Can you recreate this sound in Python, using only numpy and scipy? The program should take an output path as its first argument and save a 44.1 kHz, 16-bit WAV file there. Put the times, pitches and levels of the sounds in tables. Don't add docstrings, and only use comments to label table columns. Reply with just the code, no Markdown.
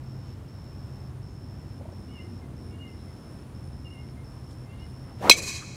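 import sys
import numpy as np
from scipy import signal
from scipy.fft import rfft, irfft, next_fast_len
from scipy.io import wavfile
from scipy.ndimage import uniform_filter1d

SR = 44100
rng = np.random.default_rng(int(sys.argv[2]) if len(sys.argv) > 2 else 0)


def digitize_waveform(pressure):
    field = np.atleast_2d(pressure).T
    bounded = np.clip(field, -1, 1)
    quanta = np.round(bounded * 32767).astype(np.int16)
    wavfile.write(sys.argv[1], SR, quanta)


def elevation(decibels):
    levels = np.asarray(decibels, float)
    return 10 ** (levels / 20)


N = 253999
TIME = np.arange(N) / SR


def rms_one(x):
    return x / np.sqrt(np.mean(x ** 2) + 1e-20)


def in_time(rows):
    seconds, *columns = np.transpose(rows)
    return [np.interp(TIME, seconds, column) for column in columns]


def coloured(x, points):
    size = next_fast_len(N)
    hz, db = np.transpose(points)
    axis_hz = np.maximum(np.arange(size // 2 + 1) * SR / size, 1)
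    gain = elevation(np.interp(np.log(axis_hz), np.log(hz), db))
    return irfft(rfft(x, size) * gain, size)[:N]


def filtered(x, order, hz, kind):
    return signal.sosfilt(signal.butter(order, hz, kind, fs=SR, output="sos"), x)


def filtered_in_step(x, hz, kind):
    return signal.sosfiltfilt(signal.butter(2, hz, kind, fs=SR, output="sos"), x)


def drift(rate, size=N):
    knots = np.arange(-1, size / SR * rate + 2) / rate
    wander = np.interp(TIME[:size], knots, rng.standard_normal(len(knots)))
    return rms_one(uniform_filter1d(wander, int(SR / rate / 2)))


def tone(hz):
    return np.sqrt(2) * np.sin(2 * np.pi * np.cumsum(hz + 0 * TIME) / SR)


def struck(modes, since, clock):
    return sum(elevation(db - 60 * since / t60) * np.sin(2 * np.pi * hz * clock) for hz, db, t60 in modes)


def glides(rows, arch, wobble_hz=np.zeros(N)):
    out = np.zeros(N)
    for s, length, first_hz, last_hz, db in rows:
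        start = round(s * SR)
        along = np.linspace(0, 1, round(length * SR))
        hz = first_hz + (last_hz - first_hz) * along + wobble_hz[start:start + len(along)]
        swell = np.abs(np.sin(np.pi * along)) ** arch
        out[start:start + len(along)] += elevation(db + 3) * swell * np.sin(2 * np.pi * np.cumsum(hz) / SR)
    return out


# pitch in Hz, level in dB per Hz.
AIR_COLOUR = [(18, -60), (27, -44), (41, -11.5), (74, -2.5), (131, -4), (159, -10.5), (214, -12.5),
              (342, -18), (426, -22.5), (1020, -28.5), (2200, -39), (4630, -45), (9000, -49.5),
              (15500, -55.5)]
# time in seconds, level in dB.
HUM_LEVEL = [(0.0, -47), (0.06, -40.5), (0.4, -49.5), (1.09, -43.5), (1.91, -53), (2.18, -64),
             (2.45, -47.5), (3.05, -54), (3.72, -46), (5.49, -50), (5.65, -45), (5.76, -53)]
# pitch in Hz, wander of the pitch in Hz, level in dB.
MACHINE_DRONES = [(90.6, 8.2, -50.5)]


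def air():
    car_s, car_width_s, car_db = 2.52, 0.93, 4
    rise_db = car_db * np.exp(-((TIME - car_s) / car_width_s) ** 2)
    bed = rms_one(coloured(rng.standard_normal(N), AIR_COLOUR))
    low = filtered_in_step(bed, 180, "low")
    traffic = filtered_in_step(bed, [180, 420], "band")
    rest = bed - low - traffic
    out = elevation(-41.5 + 0.47 * drift(2.42)) * low
    out += elevation(-41.0 + rise_db) * traffic
    out += elevation(-42 + 0.48 * drift(3.034)) * rest
    hum_db, = in_time(HUM_LEVEL)
    out += elevation(hum_db - 1.0) * tone(130.6 + 1.52 * drift(3.0))
    for hz, width_hz, db in MACHINE_DRONES:
        out += elevation(db + 1.1 * drift(3.42)) * tone(hz + width_hz * drift(1.5))
    return out


# time in seconds, level in dB, top pitch in Hz.
KATYDID_BUZZ = [
    (0, -79, 9520),
    (1.84, -72.5, 9520),
    (3.08, -69, 9760),
    (5.76, -69, 9740),
]


def katydid():
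    db, top_hz = in_time(KATYDID_BUZZ)
    strokes = np.cumsum(63.3 + 0.16 * drift(3.16)) / SR
    arch = np.sin(np.pi * (strokes % 1))
    pitch_hz = top_hz - 1100 * (1 - arch) + 25 * drift(80)
    return elevation(db - 1.5 + 1.6 * drift(18)) * arch ** 0.64 * tone(pitch_hz)


# start in seconds, length in seconds.
CRICKET_TRILLS = [(0.038, 0.3), (0.484, 0.59), (1.217, 0.57), (1.921, .478), (2.565, 0.15), (2.877, 0.55),
                  (3.547, .565), (4.243, .405), (4.797, .414)]


def cricket():
    trill_db, strokes_per_s, fade_db_per_s = -61.5, 88.5, 500
    level, strokes = np.zeros(N), np.zeros(N)
    pace = 3.0 * drift(25) + 2.2 * drift(3.0)
    for s, length in CRICKET_TRILLS:
        over = np.maximum(TIME - s - length, 0)
        on = (TIME >= s) & (over < .05)
        level += on * elevation(trill_db - fade_db_per_s * over)
        strokes += on * np.cumsum((strokes_per_s + pace) * on) / SR
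    closing = np.minimum(strokes % 1 / .68, 1)
    stroke_number = np.cumsum(np.diff(strokes // 1, prepend=0) != 0)
    force_db = 4.4 - 2.8 * np.minimum(rng.exponential(1, 600), 4.0)[stroke_number]
    pitch_hz = 5390 - 300 * closing ** 3.0 + 30 * drift(90)
    song = level * elevation(force_db) * np.sin(np.pi * closing) ** 0.44 * tone(pitch_hz)
    neighbours = elevation(-75.5) * drift(150) * tone(5330)
    return song + neighbours


# time in seconds, level in dB, length
# in seconds, lowest and highest Hz.
SOFT_SWELLS = [
    (0.288, -64, 0.048, 500, 5000),
    (1.319, -75, .06, 6300, 6800),
    (3.0, -72, 0.031175, 3790, 4160),
    (4.088, -51, 0.00098, 500, 2500),
    (4.315, -72, 0.017, 6020, 9100),
    (4.516, -64, .03, 2990, 9900),
    (4.803, -70, 0.11296, 2800, 4488),
    (5.1, -54.5, 0.028, 700, 1490),
    (5.626, -47.5, 0.015, 1100, 1510),
]


def rustles():
    out, since = np.zeros(N), TIME[:SR // 4]
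    for s, db, length, low_hz, high_hz in SOFT_SWELLS:
        hiss = rms_one(filtered(rng.standard_normal(SR // 4), 2, [low_hz, high_hz], "band"))
        swell = np.exp(-((since - 1 / 8) / length) ** 2)
        out[round(s * SR) - SR // 8:][:SR // 4] += elevation(db) * swell * hiss
    return out


# time in seconds, peak level in dB, pitch in Hz.
FAR_KNOCKS = [
    (1.809, -34, 563),
    (1.854, -36, 627),
    (1.8865, -40, 652),
    (1.925, -39, 594),
]


def knocks():
    out, since = np.zeros(N), TIME[:SR // 4]
    for s, db, hz in FAR_KNOCKS:
        ringing = struck([(hz, -1.5, .04), (1.4434 * hz, -5, .025)], since, since)
        out[round(s * SR):][:SR // 4] += elevation(db + 2.0) * np.minimum(since / .002, 1) * ringing
    return out


# start in seconds, length in seconds, first Hz, last Hz, level in dB.
HIGH_BIRD_NOTES = [(2.085, 0.075, 2846, 3000, -59.5), (2.14, 0.058, 2900, 2780, -55),
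                   (2.185, 0.045, 2790, 2950, -55), (2.705, 0.07, 2740, 2840, -64),
                   (2.785, 0.1, 2780, 2840, -55.5), (2.88, .035, 2710, 2670, -67),
                   (3.845, 0.052, 2880, 2750, -56.5), (3.89, 0.055, 2730, 2890, -58),
                   (3.935, 0.058, 2765, 2790, -61), (3.98, 0.042, 2860, 2770, -60),
                   (4.68, 0.095, 2670, 2890, -64), (4.775, 0.0804, 2740, 2936, -58)]
LOW_BIRD_NOTES = [(2.09, 0.11, 2250, 2190, -69), (2.17, 0.11, 2140, 2060, -62),
                  (2.41, 0.06, 2110, 2060, -66), (2.68, .09, 2200, 2200, -69),
                  (2.82, 0.14, 2160, 2060, -62.5), (3.07, 0.043, 2080, 2050, -66),
                  (3.83, .1, 2220, 2150, -72), (3.92, 0.14, 2140, 2105, -61.5),
                  (4.165, 0.069, 2130, 2090, -64), (4.655, 0.13, 2090, 2120, -65.5),
                  (4.785, 0.073, 2210, 2040, -62), (5.03, .07, 2050, 1990, -68)]


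def birds():
    out = np.zeros(N)
    for notes, rough_db in [(HIGH_BIRD_NOTES, 2.2), (LOW_BIRD_NOTES, 2.6)]:
        out += elevation(rough_db * drift(110)) * glides(notes, arch=0.5, wobble_hz=22 * drift(70))
    lag = TIME[:SR // 5]
    echoes = elevation(-40 - 60 * lag / 0.5) * rng.standard_normal(len(lag))
    return elevation(0.7) * out + signal.oaconvolve(out, echoes)[:N]


# time in seconds, pitch of the shed swirls in Hz, whoosh level in dB.
DOWNSWING = [
    (5.17, 502, -68),
    (5.21, 473, -46),
    (5.226, 640.6, -35),
    (5.25, 836, -30.5),
    (5.275, 929, -27.5),
    (5.305, 1004, -30.5),
    (5.325, 599.3, -48),
    (5.39, 441, -42.5),
    (5.45, 400, -49),
]


def swing():
    pitch_hz, whoosh_db = in_time(DOWNSWING)
    hiss = coloured(rng.standard_normal(N), [(600, -16.5), (1500, -1.5), (3000, -5.0), (6000, -12.5), (15000, -22.0)])
    hiss_db = -41.5 + 0.71 * (whoosh_db + 28)
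    out = elevation(hiss_db - whoosh_db) * rms_one(hiss)
    # share of the pitch, dB, roughness in Hz
    for share, db, spread_hz in [(.28, -7.5, 300.6), (.55, -2.5, 398.7), (1, 0.5, 260.2),
                                 (1.4, -7.5, 450.7), (2.2, -16, 1210)]:
        out = out + elevation(db) * drift(spread_hz) * tone(share * pitch_hz)
    moving = (TIME >= DOWNSWING[0][0]) & (TIME <= DOWNSWING[-1][0])
    return elevation(whoosh_db) * moving * out


STRIKE_S = 5.2961
# start in seconds, length in seconds, first Hz, last Hz, level in dB.
BALL_THUMP = [
    (5.296, 0.0043, 1258, 830, -2),
    (5.2985, 0.0053, 485, 387, -10),
]
# pitch in Hz, level in dB, seconds to die by 60 dB.
FACE_RINGING = [(2610, 12.5, 0.0034), (3350, -7, 0.016), (4105, 4, 0.026), (4000, -14, 0.0087),
                (4533, 8, 0.0069), (5428, -0.5, 0.021), (5076, 0.5, 0.016), (6030, -6, 0.017),
                (6745, -9.5, 0.017), (7685, -8, 0.024), (8040, -9.5, 0.023), (10500, -28, 0.013),
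                (12206, -39, 0.013), (13700, -31.5, .012)]
# pitch in Hz, level in dB, seconds to die by 60 dB,
# share of the pitch shift it shows.
HEAD_RINGING = [(2205, 1.5, 0.069, 0.39), (2170, -7, 0.16, 1.04), (2482, -8, .09, 0.25),
                (2497, 4.5, 0.057, 0.36), (3260, -1.5, 0.069, 0.13), (3960, -0.5, 0.081, 0.43),
                (4045, 0, 0.051, 0.2), (4065, -4, 0.091, 1.08), (4800, -19, 0.1, 0.66),
                (5170, -20, 0.097, 1.1), (5470, -17, 0.055, 1.1), (5820, -8, 0.11, 1.1),
                (6040, 0.5, 0.076, 0.92), (6800, -18, 0.11, 1.4), (7320, -12, 0.0699, 1.7),
                (8270, -11, 0.065, 0.85), (8800, -23, .05, 0.99), (9400, -23, 0.03745, .9)]


def strike():
    start = round(STRIKE_S * SR)
    since = TIME[:N - start]
    turning_db = -2401 * np.maximum(0.018 - since, 0)
    leaving_db = -600 * np.maximum(since - 0.078, 0)
    exposure_db = np.maximum(turning_db + leaving_db, -18)
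    recede, near = -3, 19
    speed = recede + (near - recede) / (1 + np.exp((0.03 - since) / 0.0118 * 2))
    gained_s = np.cumsum(speed / 343) / SR
    contact = 1 - np.exp(-(since / 0.00096) ** 2)
    noise = filtered(rng.standard_normal(len(since)), 2, [1050, 13300], "band")
    face = elevation(4.0) * struck(FACE_RINGING, since, since)
    crack = contact * (face + elevation(-1.5 - 60 * since / 0.027) * noise)
    late = np.maximum(since - .014, 0)
    head = np.zeros(len(since))
    for hz, db, t60, share in HEAD_RINGING:
        flutter = elevation(4.0 * drift(240, size=len(since)))
        head += flutter * struck([(hz, db, t60)], late, since + share * gained_s)
    dense = elevation(-60 * late / 0.094) * (filtered(noise, 2, [1900, 8200], "band") + 0.37 * noise)
    out = glides(BALL_THUMP, arch=1.44)
    out[start:] += crack + elevation(exposure_db - 12.5) * (head + dense)
    return out


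# delay in seconds, depth in seconds, level in dB,
# change above 8 kHz in dB.
TREES_AND_HOUSES = [
    (.043, .009, -45, -10),
    (0.087, 0.019, -44.5, -1.5),
    (.131, 0.011, -49, -2),
    (.19, .022, -49, -3.5),
    (.255, 0.036, -54, -8),
]
# pitch in Hz, level in dB.
SCATTER_COLOUR = [(200, -0.5), (700, -16.5), (1400, -15), (2350, -5.5), (3300, -13.5), (4050, -12),
                  (4500, -6), (5400, -11.5), (6000, -4), (6800, -4.5), (8500, -11.5), (12000, -16.5),
                  (16000, -27)]


def scattered(x):
    lag = TIME[:SR // 2]
    leaves = rng.standard_normal(len(lag))
    high = filtered(leaves, 4, 8000, "high")
    low = filtered(leaves, 4, 8000, "low")
    late = np.maximum(lag - 0.137, 0)
    answer = (late > 0) * elevation(-53.5 - 28 * late) * (low + elevation(-70 * late) * high)
    for delay, depth, db, loss_db in TREES_AND_HOUSES:
        answer += elevation(db) * np.exp(-((lag - delay) / depth) ** 2) * (low + elevation(loss_db) * high)
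    return coloured(signal.fftconvolve(x, answer)[:N], SCATTER_COLOUR)


def scene():
    background = air() + katydid() + cricket() + rustles() + knocks() + birds()
    whoosh = swing()
    hit = strike()
    snap = elevation(21.5) * (np.arange(N) == round(STRIKE_S * SR))
    return (background + whoosh + hit + scattered(elevation(-7) * hit + snap))[None]


def low_pass(x):
    return signal.sosfilt(signal.butter(12, 15640, fs=SR, output="sos"), x)


def record(dry):
    clipped = dry / (1 + np.abs(dry) ** 7.8) ** (1 / 9.9)
    cut = filtered(clipped, 10, 16300, "low")
    return low_pass(np.clip(cut, -1, 1))


dry = scene()
out = record(dry)
digitize_waveform(out)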